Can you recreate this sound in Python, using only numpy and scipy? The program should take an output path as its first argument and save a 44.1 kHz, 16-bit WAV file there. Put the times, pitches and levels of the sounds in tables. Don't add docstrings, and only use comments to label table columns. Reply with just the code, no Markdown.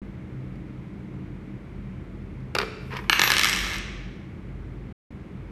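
import sys
import numpy as np
from scipy import signal
from scipy.fft import rfft, irfft
from scipy.io import wavfile
from scipy.ndimage import uniform_filter1d

SR = 44100
rng = np.random.default_rng(int(sys.argv[2]) if len(sys.argv) > 2 else 0)


def master_out(mix):
    frames = np.transpose(np.atleast_2d(mix))
    ceiling = np.clip(frames, -1, 1)
    pcm = np.round(ceiling * 32767).astype(np.int16)
    wavfile.write(sys.argv[1], SR, pcm)


N = 242991

# start_s, level_db, sharpness_hz
KNOCKS = [(2.5506, -19, 9430), (2.5538, -23, 1716), (2.5645, -23.5, 2590), (2.5850, -29, 3404),
          (2.5862, -16.5, 6970), (2.6012, -23.5, 1798), (2.6152, -25, 4500), (2.6255, -32, 2450),
          (2.6310, -25, 1492)]
# start_s, level_db, sharpness_hz
BUMPS = [(2.906, -41, 1800), (2.9349, -35, 1700), (2.9681, -29, 3640), (2.9890, -31.5, 1500),
         (3.0400, -39, 1105)]
# start_s, level_db, sharpness_hz
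BOUNCES = [(3.0969, -10.5, 2600), (3.1294, -14, 3200), (3.1947, -14, 6000), (3.2166, -13, 6900),
           (3.2365, -17, 7900), (3.2761, -18.5, 5700), (3.303, -16, 8720), (3.3182, -15.5, 9700),
           (3.3373, -22.5, 8060), (3.3672, -19.5, 5820), (3.3826, -19, 10400), (3.3943, -17, 11960),
           (3.4129, -22, 8860), (3.4342, -16.5, 9260), (3.445, -16.5, 13900), (3.4548, -19, 7400),
           (3.4712, -24.5, 6700), (3.4869, -25, 7080), (3.4957, -23, 14200), (3.5185, -33, 8500),
           (3.5294, -22, 8500), (3.5355, -27, 9470), (3.549, -31, 8900), (3.562, -25.5, 7100),
           (3.571, -33, 9200)]
# pitch_hz, level_db, t60_s
TABLE_MODES = [(370, -19, 0.032), (780, -21, 0.013), (1190, -3.5, 0.017), (1420, -5.5, 0.016),
               (1750, 2.8, 0.009), (2230, 2.3, 0.011), (2800, 2, 0.01), (3280, .5, 0.011),
               (4000, 3.7, 0.007), (5090, 1, 0.008), (5620, 4.6, 0.008), (6330, 0, 0.008),
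               (7050, -2.5, 0.007), (8400, -4, 0.007)]
# frequency_hz, level_db
WOOD_CRACK = [(80, -27.5), (300, -17.5), (850, -15), (1200, -11), (1650, 9), (2100, 3), (3000, 4.5),
              (4500, 6), (5600, -1.5), (7000, -5.5), (8600, -3.5), (11000, -7.5), (14000, -18)]


def amp(db):
    return 10 ** (np.asarray(db) / 20)


def unit_rms(x):
    return x / np.sqrt(np.mean(x ** 2) + 1e-20)


def value_at(points, hz):
    frequency_hz, value = np.transpose(points)
    return np.interp(np.log(hz + 1), np.log(frequency_hz + 1), value)


def add(mix, start_s, sound):
    part = mix[round(start_s * SR):][:len(sound)]
    part += sound[:len(part)]


def coloured(x, spectrum):
    gain = amp(value_at(spectrum, np.fft.rfftfreq(len(x), 1 / SR)))
    return unit_rms(irfft(rfft(x) * gain, len(x)))


def softened(x, hz):
    pole = np.exp(-2 * np.pi * hz / SR)
    return signal.lfilter([(1 - pole) ** 2], [1, -2 * pole, pole * pole], x)


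def swell(start_s, attack_s, hold_s, release_s, top_db, rise_db):
    times_s = start_s + np.cumsum([0, attack_s, hold_s, release_s])
    return times_s, top_db - rise_db * np.array([1, 0, 0, 1])


def taps(curve, jitter, spread_db, max_taps=90):
    times, rate, db, hz = np.transpose(curve)
    contacts, now = [], times[0]
    for late, force in rng.standard_normal((max_taps, 2)):
        if now < times[-1]:
            level_db = np.interp(now, times, db) + spread_db * force
            contacts.append((now, level_db, np.interp(now, times, hz)))
        now += np.exp(jitter * late) / np.interp(now, times, rate)
    return contacts


def strikes(contacts, modes, crack_spectrum, crack_db, crack_t60_s, tick_db, vary_db, low_cut_hz):
    length, max_contacts = 4096, 128
    t = np.arange(length) / SR
    hz, db, t60 = np.transpose(modes)[:, :, None]
    polarity = (-1) ** np.arange(len(modes))[:, None]
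    decays = polarity * amp(db - 60 * t / t60)
    low_cut = signal.butter(2, low_cut_hz, "highpass", fs=SR)
    spots = rng.standard_normal((max_contacts, 2, len(modes)))
    noises = rng.standard_normal((max_contacts, length))
    out = np.zeros(N)
    for (start_s, level_db, sharpness_hz), white, (share, detune) in zip(contacts, noises, spots):
        pitch_hz = hz * (1 + .022 * detune[:, None])
        body = amp(vary_db * share) @ (decays * np.sin(2 * np.pi * pitch_hz * t))
        noise = coloured(white, crack_spectrum)
        crack = noise * amp(crack_db - 60 * t / crack_t60_s)
        tick = unit_rms(np.gradient(noise)) * amp(tick_db) * np.exp(-(t / .00065) ** 2)
        blow = softened(body + crack + tick, sharpness_hz)
        blow = signal.lfilter(*low_cut, blow)
        rms = np.sqrt(np.sum(blow ** 2) / (.005 * SR))
        add(out, start_s, amp(level_db) * blow / rms)
    return out


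def ventilation():
    # frequency_hz, level_db
    rush = [(20, -21), (33, -15), (50, -7), (75, 8), (170, 0.5), (340, -1.5), (470, -10), (700, -18),
            (1400, -20.5), (2400, -27), (3300, -32.5), (5000, -41.5), (8000, -47.5), (14000, -55.5)]
    # centre_hz, width_hz, level_db
    drones = [(49, 4, -44.5), (130.1, 9.4, -43.5), (191.3, 28, -44.5), (305, 0.86, -55), (2130, 580, -63)]
    hz = np.fft.rfftfreq(N, 1 / SR)
    out = amp(-41) * coloured(rng.standard_normal(N), rush)
    for centre_hz, width_hz, level_db in drones:
        band = rfft(rng.standard_normal(N)) / (1 + ((hz - centre_hz) / width_hz * 2) ** 2)
        out += amp(level_db) * unit_rms(irfft(band, N))
    return out


def money_box():
    # start_s, level_db
    handling = [(0.557, -59), (2.4050, -61)]
    # pitch_hz, level_db, t60_s
    box_modes = [(350, -10, 0.077), (430, 1, 0.066), (816, -10, 0.024), (1200, -7, 0.05),
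                 (1460, -18, 0.027), (1940, -10, 0.037), (2345, -4, 0.035), (2750, 2, 0.012),
                 (3700, -10, .012), (4550, 5, .0045), (5250, 2.5, 0.0045)]
    # frequency_hz, level_db
    plastic_crack = [(200, -15), (500, -5), (1100, 10), (2400, 9), (3400, 4.5), (4600, 7.5), (5500, 3),
                     (6300, -6.5), (10000, -6), (14000, -12)]
    # frequency_hz, level_db
    rasp = [(300, -22), (700, -23.5), (1020, 12), (1400, 1), (1750, 12.5), (2700, 5.5), (4500, 1),
            (5200, 5.5), (7000, -9.5), (14000, -3)]
    finger_sharpness_hz, catch_sharpness_hz, catches_per_s = 11900, 1595, 710
    fingers = [(s, db, finger_sharpness_hz) for s, db in handling]
    slide = swell(start_s=2.905, attack_s=.014, hold_s=.049, release_s=.02, top_db=-44, rise_db=9.5)
    curve = [(s, catches_per_s, db, catch_sharpness_hz) for s, db in zip(*slide)]
    catches = taps(curve, jitter=.27, spread_db=2.5)
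    clacks = strikes(KNOCKS + fingers, box_modes, plastic_crack, crack_db=9.5, crack_t60_s=.019,
                     tick_db=-1.5, vary_db=2, low_cut_hz=250)
    scrape = strikes(BUMPS + catches, box_modes, rasp, crack_db=21.5, crack_t60_s=.043,
                     tick_db=9, vary_db=12.5, low_cut_hz=500)
    return clacks + scrape


def coin_ring(contacts, ring_db, t60_s):
    # pitch_hz, level_db
    coin_modes = [(12413, 0), (12487, -2)]
    bare_rim_hz, db_per_octave = 10500, 1.5
    on_edge_s, on_edge_width_s, on_edge_db = 3.255, .031, 16.5
    vary_db, max_contacts = 2.5, 128
    t = np.arange(N) / SR
    times, contact_db, sharpness_hz = np.transpose(sorted(contacts))
    kick_db = contact_db + ring_db + db_per_octave * np.log2(sharpness_hz / bare_rim_hz)
    kick_db += on_edge_db * np.exp(-((times - on_edge_s) / on_edge_width_s) ** 2)
    last_contact = np.maximum(np.searchsorted(times, t) - 1, 0)
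    fall_db_per_s = 60 / t60_s
    strongest_db = np.maximum.accumulate(kick_db + fall_db_per_s * times)[last_contact]
    level_db = strongest_db - fall_db_per_s * np.maximum(t, times[0])
    share, jolt = rng.standard_normal((2, max_contacts, len(coin_modes)))
    phase_turn = np.exp(1j * np.cumsum(jolt, axis=0))[last_contact]
    envelopes = amp(level_db[:, None] + vary_db * share[last_contact]) * phase_turn
    envelopes = uniform_filter1d(envelopes * (t > times[0])[:, None], size=40, axis=0)
    hz, db = np.transpose(coin_modes)
    return np.sum(amp(db) * envelopes * np.exp(2j * np.pi * hz * t[:, None]), axis=1).real


def slip_hiss():
    # frequency_hz, level_db
    hiss = [(1500, -28.5), (5000, -0.5), (9000, 1.5), (14000, 1.5)]
    corners = swell(start_s=2.8, attack_s=.13, hold_s=.08, release_s=.11, top_db=-63.5, rise_db=9)
    level_db = np.interp(np.arange(N) / SR, *corners, left=-np.inf, right=-np.inf)
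    return amp(level_db) * coloured(rng.standard_normal(N), hiss)


def coin_on_table(contacts):
    return strikes(contacts, TABLE_MODES, WOOD_CRACK, crack_db=4, crack_t60_s=.008,
                   tick_db=6, vary_db=2, low_cut_hz=298)


def with_reflections(clicks):
    # delay_s, level_db, dulled_above_hz
    reflections = [(.00225, -3, 3300), (.0095, -18, 4000), (.0151, -20, 5000), (.0400, -23, 5000)]
    out = clicks.copy()
    for delay_s, level_db, dulled_above_hz in reflections:
        add(out, delay_s, amp(level_db) * softened(clicks, dulled_above_hz))
    return out


def draught():
    # frequency_hz, level_db
    rumble = [(20, -27), (48, 14.5), (60, -2), (120, -20.5), (500, -76)]
    corners = swell(start_s=3.394, attack_s=.24, hold_s=.36, release_s=.21, top_db=-38.5, rise_db=44.5)
    level_db = np.interp(np.arange(N) / SR, *corners)
    return amp(level_db) * coloured(rng.standard_normal(N), rumble)


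def wobble_contacts(points=12):
    start_s, end_s, fade_db_per_s = 3.576, 3.768, 17
    times = np.linspace(start_s, end_s, points)
    taps_per_s = np.geomspace(75, 205, points)
    level_db = -33 - fade_db_per_s * (times - start_s)
    sharpness_hz = np.geomspace(6700, 3700, points)
    return taps(np.column_stack([times, taps_per_s, level_db, sharpness_hz]), jitter=.2, spread_db=1.8)


def settling_ticks(sharpness_hz=15000):
    # start_s, level_db
    last_ticks = [(3.7360, -43), (3.7486, -44), (3.7838, -40)]
    contacts = [(s, db, sharpness_hz) for s, db in last_ticks]
    return strikes(contacts, TABLE_MODES, WOOD_CRACK, crack_db=25, crack_t60_s=.008,
                   tick_db=6, vary_db=1, low_cut_hz=7000)


def room(x, tail_db, early_db, early_t60_s):
    # frequency_hz, t60_s
    decay = [(200, 3), (1000, 1.12), (2500, 1.2), (5000, 1.0), (9000, 0.7), (12000, 0.5)]
    # frequency_hz, level_db
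    colour = [(150, -11), (500, -1), (850, -6.5), (1200, -1.5), (1750, -2), (2350, 1.5), (2900, -2.5),
              (3600, -2), (4600, -6), (6500, -.5), (8300, -3), (12500, -3.5)]
    hz, frame_s, bands = signal.stft(rng.standard_normal(SR), SR, nperseg=256)
    band_db = value_at(colour, hz)[:, None] - 60 * frame_s / value_at(decay, hz)[:, None]
    tail = signal.istft(bands * amp(band_db), SR, nperseg=256)[1][:SR]
    t = np.arange(SR) / SR
    tail *= np.clip(t / .024, 0, 1) ** 2
    early = softened(rng.standard_normal(SR), hz=3800) * (t > .003) * amp(-60 * t / early_t60_s)
    echo = amp(tail_db) * tail / np.linalg.norm(tail) + amp(early_db) * early / np.linalg.norm(early)
    return signal.fftconvolve(x, echo)[:N]


def scene():
    wobble = wobble_contacts()
    box = money_box() + slip_hiss()
    table = coin_on_table(BOUNCES + wobble)
    settling = settling_ticks()
    ring = coin_ring(KNOCKS + BUMPS, ring_db=-34, t60_s=.14)
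    ring += coin_ring(BOUNCES, ring_db=-22, t60_s=.26)
    ring += coin_ring(wobble, ring_db=-15, t60_s=.06)
    reverb = room(box, tail_db=-14, early_db=-16, early_t60_s=.18)
    reverb += room(table + amp(-12) * ring, tail_db=-5, early_db=-18, early_t60_s=.04)
    return (box + with_reflections(table) + settling + ring + reverb + ventilation() + draught())[None]


def record(dry):
    # start_s, end_s
    silences = [(0, .018), (4.926, 5.106)]
    ceiling, band_limit_hz = .75, 14100
    rounded = dry / (1 + (dry / ceiling) ** 4) ** .25
    t, live = np.arange(N) / SR, np.ones(N)
    for start_s, end_s in silences:
        live[(t >= start_s) & (t < end_s)] = 0
    gated = rounded * uniform_filter1d(live, size=64)
    low_pass = signal.firwin(511, band_limit_hz, window=("kaiser", 9), fs=SR)
    return signal.oaconvolve(gated, low_pass[None], "same")


dry = scene()
out = record(dry)
master_out(out)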